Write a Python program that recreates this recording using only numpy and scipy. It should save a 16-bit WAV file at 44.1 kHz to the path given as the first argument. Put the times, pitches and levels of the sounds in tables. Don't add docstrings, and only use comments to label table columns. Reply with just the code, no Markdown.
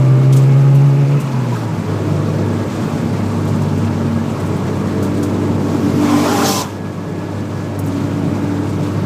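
import sys
import numpy as np
from scipy import signal
from scipy.io import wavfile
from scipy.ndimage import uniform_filter1d

SR = 44100
rng = np.random.default_rng(int(sys.argv[2]) if len(sys.argv) > 2 else 0)


def master_out(mix):
    frames = np.transpose(np.atleast_2d(mix))
    ceiling = np.clip(frames, -1, 1)
    pcm = np.round(ceiling * 32767).astype(np.int16)
    wavfile.write(sys.argv[1], SR, pcm)


def gain_from_db(level_db):
    decades = np.asarray(level_db, float) / 20
    return 10 ** decades


N = 399105

# (time [s], level [dB]); each layer follows by its share
ROUGHNESS = [(0, -1.5), (1.06, -6.5), (1.21, -2.5), (1.79, -1.5), (2.9, 2), (3.1, 0.5), (4.46, 1.5),
             (5.87, 0.5), (7.33, 0.5), (7.79, -1.5), (8.01, 0.5), (8.75, -1), (9.05, -1.5)]
# (frequency [Hz], level [dB per Hz])
ROAD_BOOM = [(18, -43), (30, -34), (50, -19.5), (65, -18.5), (82, -25), (100, -5), (130, -2), (221, -2.5),
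             (377, -8.5), (436, -15.5), (600, -15), (780, -24)]
ROAD_ROAR = [(260, -24), (450, -0.5), (736, -5), (927, -5.5), (1020, -6), (1120, -4), (1360, -8),
             (3200, -24), (4160, -63), (7040, -120)]
ROAD_HISS = [(1290, -31), (2200, -1), (3060, -7), (3380, -3.5), (3660, -4.5), (7880, -9.5), (9490, -17),
             (13900, -20), (15200, -23)]
BOOM_DB, ROAR_DB, HISS_DB = -20.5, -30, -40
ROAR_SHARE, HISS_SHARE = 0.32, 0.25
# (frequency [Hz], width [Hz], level over the boom [dB])
PANELS = [(133.9, 5.4, -12), (151, 5.4, -10.5), (170.1, 7.4, -10), (312.8, 7.1, -15), (427.7, 12, -15),
          (589, 48, -23), (839, 18, -22.5), (925, 140, -18.5), (1117, 24, -25), (1336, 82, -27),
          (1654, 24, -30)]
# (start [s], end [s], frequency [Hz], level [dB])
CAVITY = [
    (1.322, 1.549, 230.1, -26),
    (2.304, 2.896, 234.3, -26),
    (2.904, 3.692, 232.1, -23.5),
    (3.685, 4.294, 229.4, -22),
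    (4.7, 5.289, 225.3, -26),
    (5.296, 6.593, 232, -23.5),
    (7.9, 8.5, 231.3, -29),
]
CAVITY_IDLE_DB, CAVITY_EDGE_S = -33.5, 0.21
# (start [s], end [s], level over the steady hiss [dB])
GUSTS = [
    (1.45, 1.62, 2),
    (2.7, 3.0, 2),
    (5.4, 5.55, 1),
    (7.9, 8.1, 2),
]
GUST_EDGE_S = .08

# (time [s], thud level [dB], thud length [s], dip of the firing tone
# [dB])
JOLTS = [(1.215, -31, .016, -12), (1.315, -50, .016, -8), (1.6, -50, .03, -3), (1.715, -50, .012, -9),
         (1.755, -50, .012, -9), (1.838, -34, .025, -18), (2.718, -30, .06, -7), (2.84, -34, .05, -5),
         (2.93, -24, .08, -8), (3.04, -26, .045, -6), (4.34, -26, .06, -7)]
DIP_SPREAD = 1.66
# (frequency [Hz], level [dB per Hz])
THUD_COLOUR = [(55, -36), (85, 5), (130, 6), (300, -18), (900, -29)]

# (time [s], peak level [dB], brightness [0-1])
GRIT = [(.3254, -18.5, .3), (.3645, -20, .2), (.4194, -33, 0.4), (.7462, -29.5, 0.7), (1.1997, -27.5, 0.6),
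        (1.5604, -33, .3), (3.1213, -37, .3), (3.475, -29.5, .3), (3.5494, -36, .3), (3.6172, -31, .3),
        (3.449, -35, .3), (3.775, -32, .3), (4.276, -43, .3), (4.299, -37, .3), (4.3994, -31, .3),
        (4.46, -32, .3), (4.56, -34, .3), (4.8693, -34, .1), (5.027, -22, 0.36), (5.1694, -32, .3),
        (5.2275, -21.5, 0.45), (7.838, -37, .1), (7.87, -28, .1), (8.6911, -33, .3), (8.8298, -31, .3)]
STONES = [
    (7.7915, -19, 0.55),
    (7.862, -30, .5),
]
GRIT_T60_S, GRIT_RISE_S, STONE_T60_S, STONE_RISE_S = 0.15, 0.003, 0.059, 0.00072
# (frequency [Hz], level [dB per Hz])
GRIT_COLOUR = [(1500, -30), (3300, 1.5), (5000, -1.5), (6500, 2.5), (8000, 4), (9500, -2.5), (12500, -9),
               (15500, -8)]
GRIT_BRIGHT = [(6000, -17), (9500, -5), (12000, 1), (14000, -2), (15500, -1)]
STONE_COLOUR = [(3800, -25), (5500, -2), (8000, -1), (11000, -2), (14500, 2), (15500, 1)]

# (start [s], end [s], frequency [Hz], width [Hz], level [dB])
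RINGS = [
    (1.83, 1.93, 432, 8, -28),
    (0, .45, 2180, 60, -46),
    (.48, .55, 2190, 30, -38),
]
# (start [s], end [s], frequency [Hz], width [Hz], level [dB])
RISING = [
    (0, .7, 1182, 50, -46),
    (.3, 1.2, 836, 30, -41),
    (0, .55, 590, 15, -38),
    (.45, .8, 1235, 30, -43),
]
# (start [s], end [s], frequency [Hz], width [Hz], level [dB])
WHISTLE = [
    (0, 1.1, 11790, 10, -62),
]
# (start [s], end [s], frequency [Hz], width [Hz], level [dB])
CHIRPS = [(1.17, 1.205, 2590, 40, -38), (1.17, 1.2, 1045, 60, -35), (1.33, 1.36, 978, 60, -32),
          (1.395, 1.43, 980, 60, -31), (1.44, 1.47, 1020, 60, -31), (1.518, 1.547, 975, 40, -25),
          (1.553, 1.575, 1290, 160, -29), (1.55, 1.58, 1600, 400, -35), (1.675, 1.715, 950, 50, -30),
          (1.21, 1.24, 1100, 60, -34), (1.13, 1.17, 1290, 60, -35), (1.74, 1.8, 870, 40, -35),
          (1.235, 1.3, 165, 20, -25), (1.33, 1.4, 160, 30, -27), (1.6, 1.64, 900, 60, -35)]
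# (start [s], end [s], frequency [Hz], width [Hz], level [dB])
WHINE = [
    (6.48, 6.72, 1655, 30, -41),
    (6.68, 7.12, 1678, 30, -40),
    (7.08, 7.32, 1688, 50, -40.5),
    (7.33, 7.49, 1703, 30, -42.5),
    (7.48, 7.79, 1686, 40, -41),
    (7.85, 8, 1690, 40, -43),
]
WANDER, WHINE_WANDER = .0025, .0055
RISING_GLIDE, WHISTLE_GLIDE, CHIRP_GLIDE = .035, -.0475, -.012

# (time [s], cam rate [Hz], level [dB])
BOOM = [
    (5.2, 46, -58),
    (5.4, 46.7, -28),
    (5.8, 47.7, -23),
    (6.0, 48.93, -15),
    (6.12, 48.9, -14),
    (6.3, 48.7, -16),
    (6.42, 47.8, -17),
    (6.6, 46.3, -31),
    (6.68, 45.2, -45),
]
# (time [s], cam rate [Hz], level [dB])
RASP = [
    (5.95, 50.1, -64),
    (6.1, 49.3, -30),
    (6.2, 49.8, -27.5),
    (6.3, 49.84, -23),
    (6.4, 50, -20.5),
    (6.5, 49.5, -17),
    (6.62, 47.86, -19.5),
    (6.65, 47.1, -35),
    (6.68, 47.35, -52),
]
# (time [s], cam rate [Hz], level [dB])
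AWAY = [
    (7.68, 34.4, -45),
    (7.8, 34.8, -22.5),
    (7.95, 35.06, -20),
    (9.05, 37.1, -19.5),
]
BURBLE_PER_S = 16
# (multiple of the cam rate, level [dB])
BOOM_ORDERS = [(3, -10), (5, -5), (6, 0), (7, -11), (9, -14), (12, -17)]
RASP_ORDERS = [(4, -1.5), (6, -3), (7, -11), (8, -1.5), (9, -4.5), (11, -13), (12, -6), (15, -14),
               (16, -3.5), (17, -14), (20, -19), (21, -6.5), (22, -16), (23, -18), (24, -16)]
AWAY_ORDERS = [(4, -12), (5, -10), (8, -2), (9, -16), (10, -17.5), (12, -22), (16, -31)]
# (start [s], end [s], multiple, level [dB])
PASS_FAVOURED = [(6.4, 6.3, 16, -9), (6.35, 6.53, 16, 2.5), (6.55, 8, 16, -8), (6.28, 6.48, 21, -5),
                 (6.2, 6.3, 12, 3), (5.3, 5.4, 8, 5), (5.7, 6.45, 8, 4.5), (5.7, 6.45, 17, 3.5),
                 (4.9, 6.2, 21, 9.5), (5.7, 5.9, 5, -13), (6.47, 6.7, 8, -7), (6.9, 5.8, 20, 5),
                 (5.9, 6.1, 12, -3), (6.45, 6.7, 9, 1.5), (8.1, 8.3, 5, 8), (8.45, 8.7, 8, 2),
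                 (8.68, 8.8, 8, -6), (8.92, 9.2, 8, -11)]
# (time [s], nearness [dB], tyre hiss over roar [dB])
RUSH = [
    (5.6, -37, -8),
    (5.95, -22.5, -16.5),
    (6.06, -16.5, -14.5),
    (6.3, -10.5, -13.5),
    (6.42, -9, -12),
    (6.49, -8, -6),
    (6.52, -15, -1),
    (6.615, -13, -4),
    (6.655, -17.5, -15.5),
]
RUSH_TAIL_S, RUSH_TAIL_DB = .13, -13
# (frequency [Hz], level [dB per Hz])
RUSH_ROAR = [(250, -32), (500, 5), (1050, 8.5), (1500, 1), (1900, -4.5), (2500, -6), (3500, -8),
             (6000, -50)]
RUSH_HISS = [(1200, -32), (2200, -7), (3300, -2.5), (4200, 0), (5400, 2), (7500, -1), (9500, -8.5),
             (12500, -8.5), (15500, -11)]
# (start [s], end [s], frequency [Hz], width [Hz], level [dB])
FLANK = [(6.1, 6.19, 1040, 40, -26), (6.24, 6.3, 645, 45, -25), (6.31, 6.37, 835, 45, -19),
         (6.04, 6.11, 1800, 400, -34), (6.04, 6.11, 2250, 400, -35), (6.04, 6.12, 2650, 400, -35),
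         (6.53, 6.62, 1030, 50, -28), (6.45, 6.5, 1100, 60, -27), (6.44, 6.5, 3270, 390, -29),
         (6.55, 6.61, 3300, 200, -28), (6.39, 6.52, 790, 30, -25), (6.2, 6.5, 1000, 400, -29),
         (6.22, 6.5, 1350, 400, -31), (6.44, 6.475, 6500, 250, -23), (6.475, 6.51, 5400, 300, -22),
         (6.53, 6.575, 6300, 300, -26), (6.55, 6.62, 5350, 250, -27), (6.375, 6.4, 6200, 300, -28),
         (6.48, 6.52, 4500, 250, -28)]
# (start [s], end [s], frequency [Hz], width [Hz], level [dB])
SWISH = [
    (6.44, 6.51, 6400, 390, -26),
    (6.53, 6.6, 7600, 500, -28),
]
# (start [s], end [s], frequency [Hz], width [Hz], level [dB])
STREAKS = [
    (6.12, 6.28, 2220, 390, -32),
    (6.15, 6.22, 1900, 250, -34),
    (6.24, 6.33, 1900, 250, -35),
    (6.38, 6.46, 2600, 200, -33),
    (6.52, 6.58, 2520, 140, -34),
    (6.5, 6.6, 2050, 140, -37),
]
FLANK_GLIDE, SWISH_GLIDE, STREAK_GLIDE = -.03, -.22, .07

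# (time [s], firing rate [Hz], firing tone level [dB])
ENGINE = [(0, 130, -8), (.3, 133.5, -7.5), (.7, 138, -7.5), (1.05, 140.3, -10), (1.17, 141.1, -10),
          (1.23, 139.2, -15), (1.32, 133.5, -15.5), (1.4, 126.2, -17), (1.6, 113.7, -19.5),
          (1.78, 105.8, -21), (2.02, 100.7, -20), (3.2, 100.9, -20.5), (4.0, 98.16, -20), (4.7, 97.12, -24),
          (5.4, 98.2, -21.5), (6.6, 98.91, -24.5), (7.8, 99.48, -22.5), (9.05, 99.8, -21.5)]
UPPER = [2.5, 3, 3.5, 4, 4.5, 5, 5.5, 6, 6.5, 7, 8, 9]
UPPER_DB = [-4, -4.5, -7.5, -7.5, -6.5, -9, -16, -12.5, -8.5, -22, -26, -12.5]
# (frequency [Hz], level [dB])
CABIN = [(230, -3), (255, -12), (295, 0), (350, -2.5), (420, -4), (520, -7), (700, -10), (1300, -12.5)]
# (start [s], end [s], multiple, level [dB])
FAVOURED = [(1, 5.9, 2.5, -3.5), (0, .3, 3, -5.5), (0.1, 0.63, 3, 3.5), (5, 5.5, 3, 4),
            (.1, 0.64, 3.5, 2.5), (0.7, 1.2, 3.5, -5), (1, 2.5, 3.5, 2.5), (0, 0.77, 4, -7),
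            (0.3, 1.2, 4, 1.5), (2, 2.8, 4, 5), (2, 4.3, 4, -7), (-.5, .3, 4.5, 6.5), (.8, 1.2, 4.5, -2),
            (3.5, 3.6, 4.5, -13), (4, 5.1, 4.5, 4.5), (7, 8.5, 4.5, -5), (.3, .75, 5, -7), (2, 2.5, 5, 5),
            (2.5, 3.6, 5, -7), (-1, .62, 5.5, 11), (-1, 1.2, 5.5, -8), (.45, 1.2, 6, 4.5), (5.5, 5.8, 6, 5),
            (6.5, 9, 6, 7.5), (.1, .38, 6.5, 2), (-0.2, 1.2, 6.5, -12), (5.5, 5.4, 6.5, -9),
            (-2, .24, 9, 8)]
FAVOUR_EDGE_S = 0.1
# (start [s], end [s], upper tones [dB], doubled firing tone [dB])
THROTTLE = [
    (-.1, 1.198, -22.5, -27.5),
    (1.88, 2.674, -23, -40),
    (2.979, 4.1, -28.5, -34),
    (4.521, 4.867, -26, -25),
    (4.9, 6.397, -21, -25),
    (6.746, 7.51, -24.5, -31),
    (7.501, 9.2, -25.5, -32.5),
]
COAST_UPPER_DB, COAST_DOUBLE_DB, PEDAL_S = -39, -33, 0.063
# (start [s], end [s], level [dB])
STUMBLES = [
    (.1, 1.0, -33.5),
    (1.65, 1.75, -25),
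    (1.88, 1.97, -21.5),
    (2.06, 2.45, -19),
    (2.8, 3.0, -25),
    (3.4, 3.7, -23.5),
    (3.7, 4.3, -28.5),
    (6.08, 6.3, -22),
    (8.52, 8.68, -33),
    (8.95, 9.2, -26),
]
SMOOTH_DB, STUMBLE_EDGE_S = -41, 0.044
# (frequency [Hz], level [dB per Hz])
CLATTER = [(1700, -8), (2100, 2), (2500, 3), (2900, 1.5), (3200, -14)]

# (time [s], gain [dB])
GAIN = [
    (0, -1),
    (1.2, -0.5),
    (1.3, -0.5),
    (5.9, -1),
    (6.62, -6.5),
    (7.8, -2.5),
    (9.05, -1),
]


def evened(x):
    return x / np.sqrt(np.mean(x ** 2) + 1e-20)


def add(mix, s, sound):
    part = mix[round(s * SR):][:len(sound)]
    part += sound[:len(part)]


def curves(rows):
    s, *columns = np.transpose(rows)
    end = N if s[-1] > 9 else round(s[-1] * SR)
    t = np.arange(round(s[0] * SR), end) / SR
    return [np.interp(t, s, column) for column in columns]


def spells(rows, rest, edge_s):
    out = np.full(N, float(rest))
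    for row in rows:
        out[max(round(row[0] * SR), 0):round(row[1] * SR)] = row[-1]
    return uniform_filter1d(out, max(round(edge_s * SR), 1), mode="nearest")


def drift(per_s, size=N):
    steps = np.arange(N // 100 + 2)
    b, a = signal.butter(2, min(per_s * 200 / SR, .9))
    smooth = signal.lfilter(b, a, rng.standard_normal(len(steps)))
    return np.interp(np.arange(size) / 100, steps, evened(smooth))


def noise(points, size, patchy_db, count=N):
    hz = np.fft.rfftfreq(size, 1 / SR)
    f, db = np.transpose(points)
    a, b, patches = rng.standard_normal((4 * count // size + 5, len(hz), 3)).T
    patches = uniform_filter1d(patches, size=12, axis=0)
    patches = evened(uniform_filter1d(patches, size=10, axis=1))
    colour_db = np.interp(np.log(hz + 1), np.log(f + 1), db, left=-90, right=-90)
    spectra = (a + 1j * b) * gain_from_db(colour_db[:, None] + patchy_db * patches)
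    return evened(signal.istft(spectra, nperseg=size, noverlap=3 * size // 4)[1][:count])


def fuzzy(hz, width_hz):
    turn = 2 * np.pi * np.cumsum(hz) / SR
    across = drift(width_hz / 2, len(hz)) * np.cos(turn)
    return across + drift(width_hz / 2, len(hz)) * np.sin(turn)


def stack(hz, orders, waver_db, wobble, colour=((1, 0), (2, 0)), favoured=(), start=0, fray=0):
    turns, size, out = np.cumsum(hz) / SR, len(hz), 0
    for k, db in orders:
        level_db = db + np.interp(k * hz[::20], *np.transpose(colour)) + waver_db * drift(5.3, size)[::20]
        rows = [row for row in favoured if abs(row[-2] - k) < .25]
        if rows:
            level_db = level_db + spells(rows, 0, FAVOUR_EDGE_S)[round(start * SR):][:size:20]
        phase = wobble * drift(10.4, size)
        if fray:
            phase = phase + fray * k * drift(24, size)
        level = np.repeat(gain_from_db(level_db), 20)[:size]
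        out = out + np.sqrt(2) * level * np.cos(2 * np.pi * (k * turns + rng.random()) + phase)
    return out


def rings(rows, glide=0, wander=WANDER):
    out = np.zeros(N)
    for start, end, hz0, width_hz, db in rows:
        along = np.linspace(0, 1, round((end - start) * SR))
        hz = hz0 * (1 + glide * along ** 1.5 + wander * drift(6, len(along)))
        if width_hz < 100:
            tone = 1.2 * np.cos(2 * np.pi * np.cumsum(hz) / SR) + .3 * fuzzy(hz, width_hz)
        else:
            tone = 1.1 * fuzzy(hz, width_hz)
        fade = abs(np.sin(np.pi * along)) ** .35
        add(out, start, gain_from_db(db) * fade * tone)
    return out


def road():
    rough_db, = curves(ROUGHNESS)
    boom = gain_from_db(-1) * noise(ROAD_BOOM, size=4096, patchy_db=.3)
    panels = 0
    for f, width_hz, db in PANELS:
        level = gain_from_db(db + 1.3 * drift(2.5))
        panels = panels + level * fuzzy(f * (1 + .008 * drift(1.5)), width_hz)
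    cavity_hz = spells([row[:-1] for row in CAVITY], 230, CAVITY_EDGE_S)
    cavity_db = spells(CAVITY, CAVITY_IDLE_DB, CAVITY_EDGE_S)
    cavity = gain_from_db(cavity_db) * stack(cavity_hz, [(1, 0)], waver_db=1.3, wobble=.3)
    roar_db = ROAR_DB + ROAR_SHARE * rough_db + 0.58 * drift(31.0)
    roar = gain_from_db(roar_db) * noise(ROAD_ROAR, size=1024, patchy_db=1.15)
    hiss_db = HISS_DB + HISS_SHARE * rough_db + spells(GUSTS, 0, GUST_EDGE_S) + 0.67 * drift(10.5)
    hiss = gain_from_db(hiss_db) * noise(ROAD_HISS, size=256, patchy_db=1.13)
    return gain_from_db(BOOM_DB + rough_db) * (boom + panels) + cavity + roar + hiss


def jolts():
    swell = np.zeros(N)
    for s, db, length, _ in JOLTS:
        add(swell, s - length / 3, gain_from_db(db) * np.hanning(round(length * SR)))
    return swell * noise(THUD_COLOUR, size=2048, patchy_db=0.0)


def grit():
    t = np.arange(SR // 4) / SR
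    puffs, bright_part, hits = np.zeros((3, N))
    for rows, body, t60, rise in ((GRIT, puffs, GRIT_T60_S, GRIT_RISE_S),
                                  (STONES, hits, STONE_T60_S, STONE_RISE_S)):
        for s, db, bright in rows:
            shape = gain_from_db(db - 7.0 - 60 * t / t60) * (1 - np.exp(-t / rise))
            add(body, s - .0015, shape)
            add(bright_part, s - .0015, bright * shape)
    out = puffs * noise(GRIT_COLOUR, size=256, patchy_db=2.2)
    out += bright_part * noise(GRIT_BRIGHT, size=256, patchy_db=2.2)
    return out + hits * noise(STONE_COLOUR, size=256, patchy_db=2.2)


def cabin_tones():
    out = rings(RINGS) + rings(WHINE, 0, WHINE_WANDER) + rings(RISING, RISING_GLIDE)
    return out + rings(WHISTLE, WHISTLE_GLIDE) + rings(CHIRPS, CHIRP_GLIDE)


def passing_rush():
    tail = np.add(RUSH[-1], (RUSH_TAIL_S, RUSH_TAIL_DB, 0))
    near_db, hiss_db = curves(RUSH + [tail])
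    roar = noise(RUSH_ROAR, size=1024, patchy_db=2.2, count=len(near_db))
    hiss = noise(RUSH_HISS, size=512, patchy_db=1.3, count=len(near_db))
    return gain_from_db(near_db) * (gain_from_db(-6.5) * roar + gain_from_db(hiss_db) * hiss)


def passing_car():
    out = rings(FLANK, FLANK_GLIDE) + rings(SWISH, SWISH_GLIDE) + rings(STREAKS, STREAK_GLIDE)
    for rows, orders, burble_db in ((BOOM, BOOM_ORDERS, .6), (RASP, RASP_ORDERS, .6), (AWAY, AWAY_ORDERS, 2)):
        start = rows[0][0]
        hz, db = curves(rows)
        level = gain_from_db(db + burble_db * drift(BURBLE_PER_S, len(db)))
        exhaust = stack(hz, orders, waver_db=1.8, wobble=.25, favoured=PASS_FAVOURED, start=start, fray=.022)
        add(out, start, level * exhaust)
    add(out, RUSH[0][0], passing_rush())
    return out


def engine():
    hz, firing_db = curves(ENGINE)
    t = np.arange(N) / SR
    for s, _, length, db in JOLTS:
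        firing_db = firing_db + db * np.maximum(1 - abs(t - s) / (DIP_SPREAD * length), 0)
    firing = gain_from_db(firing_db) * stack(hz, [(1, 0)], waver_db=-0.76, wobble=0.2)
    uneven_db = spells(STUMBLES, SMOOTH_DB, STUMBLE_EDGE_S)
    uneven = gain_from_db(uneven_db) * stack(hz, [(1.5, 0)], waver_db=1.2, wobble=.25)
    double_db = spells(THROTTLE, COAST_DOUBLE_DB, PEDAL_S)
    double = gain_from_db(double_db) * stack(hz, [(2, 0)], waver_db=0.0, wobble=0.24)
    upper_db = spells([row[:-1] for row in THROTTLE], COAST_UPPER_DB, PEDAL_S)
    upper = gain_from_db(upper_db) * stack(hz, zip(UPPER, UPPER_DB), waver_db=1.1, wobble=.18,
                                  colour=CABIN, favoured=FAVOURED, fray=.012)
    clatter_db = -53.5 + 0.28 * (hz - 99.5)
    clatter = gain_from_db(clatter_db) * noise(CLATTER, size=512, patchy_db=1.5)
    return firing + uneven + double + upper + clatter


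def scene():
    return (road() + jolts() + grit() + cabin_tones() + passing_car() + engine())[None]


def low_pass(x):
    return signal.sosfilt(signal.butter(12, 15310, fs=SR, output="sos"), x)


def record(dry):
    ducked = dry * gain_from_db(curves(GAIN)[0])
    limited = ducked / (1 + abs(ducked / .705) ** 12) ** (1 / 12)
    band = signal.firwin(255, 15350, window=("kaiser", 8), fs=SR)
    finished = signal.oaconvolve(limited, band[None], "same")
    return low_pass(finished)


dry = scene()
out = record(dry)
master_out(out)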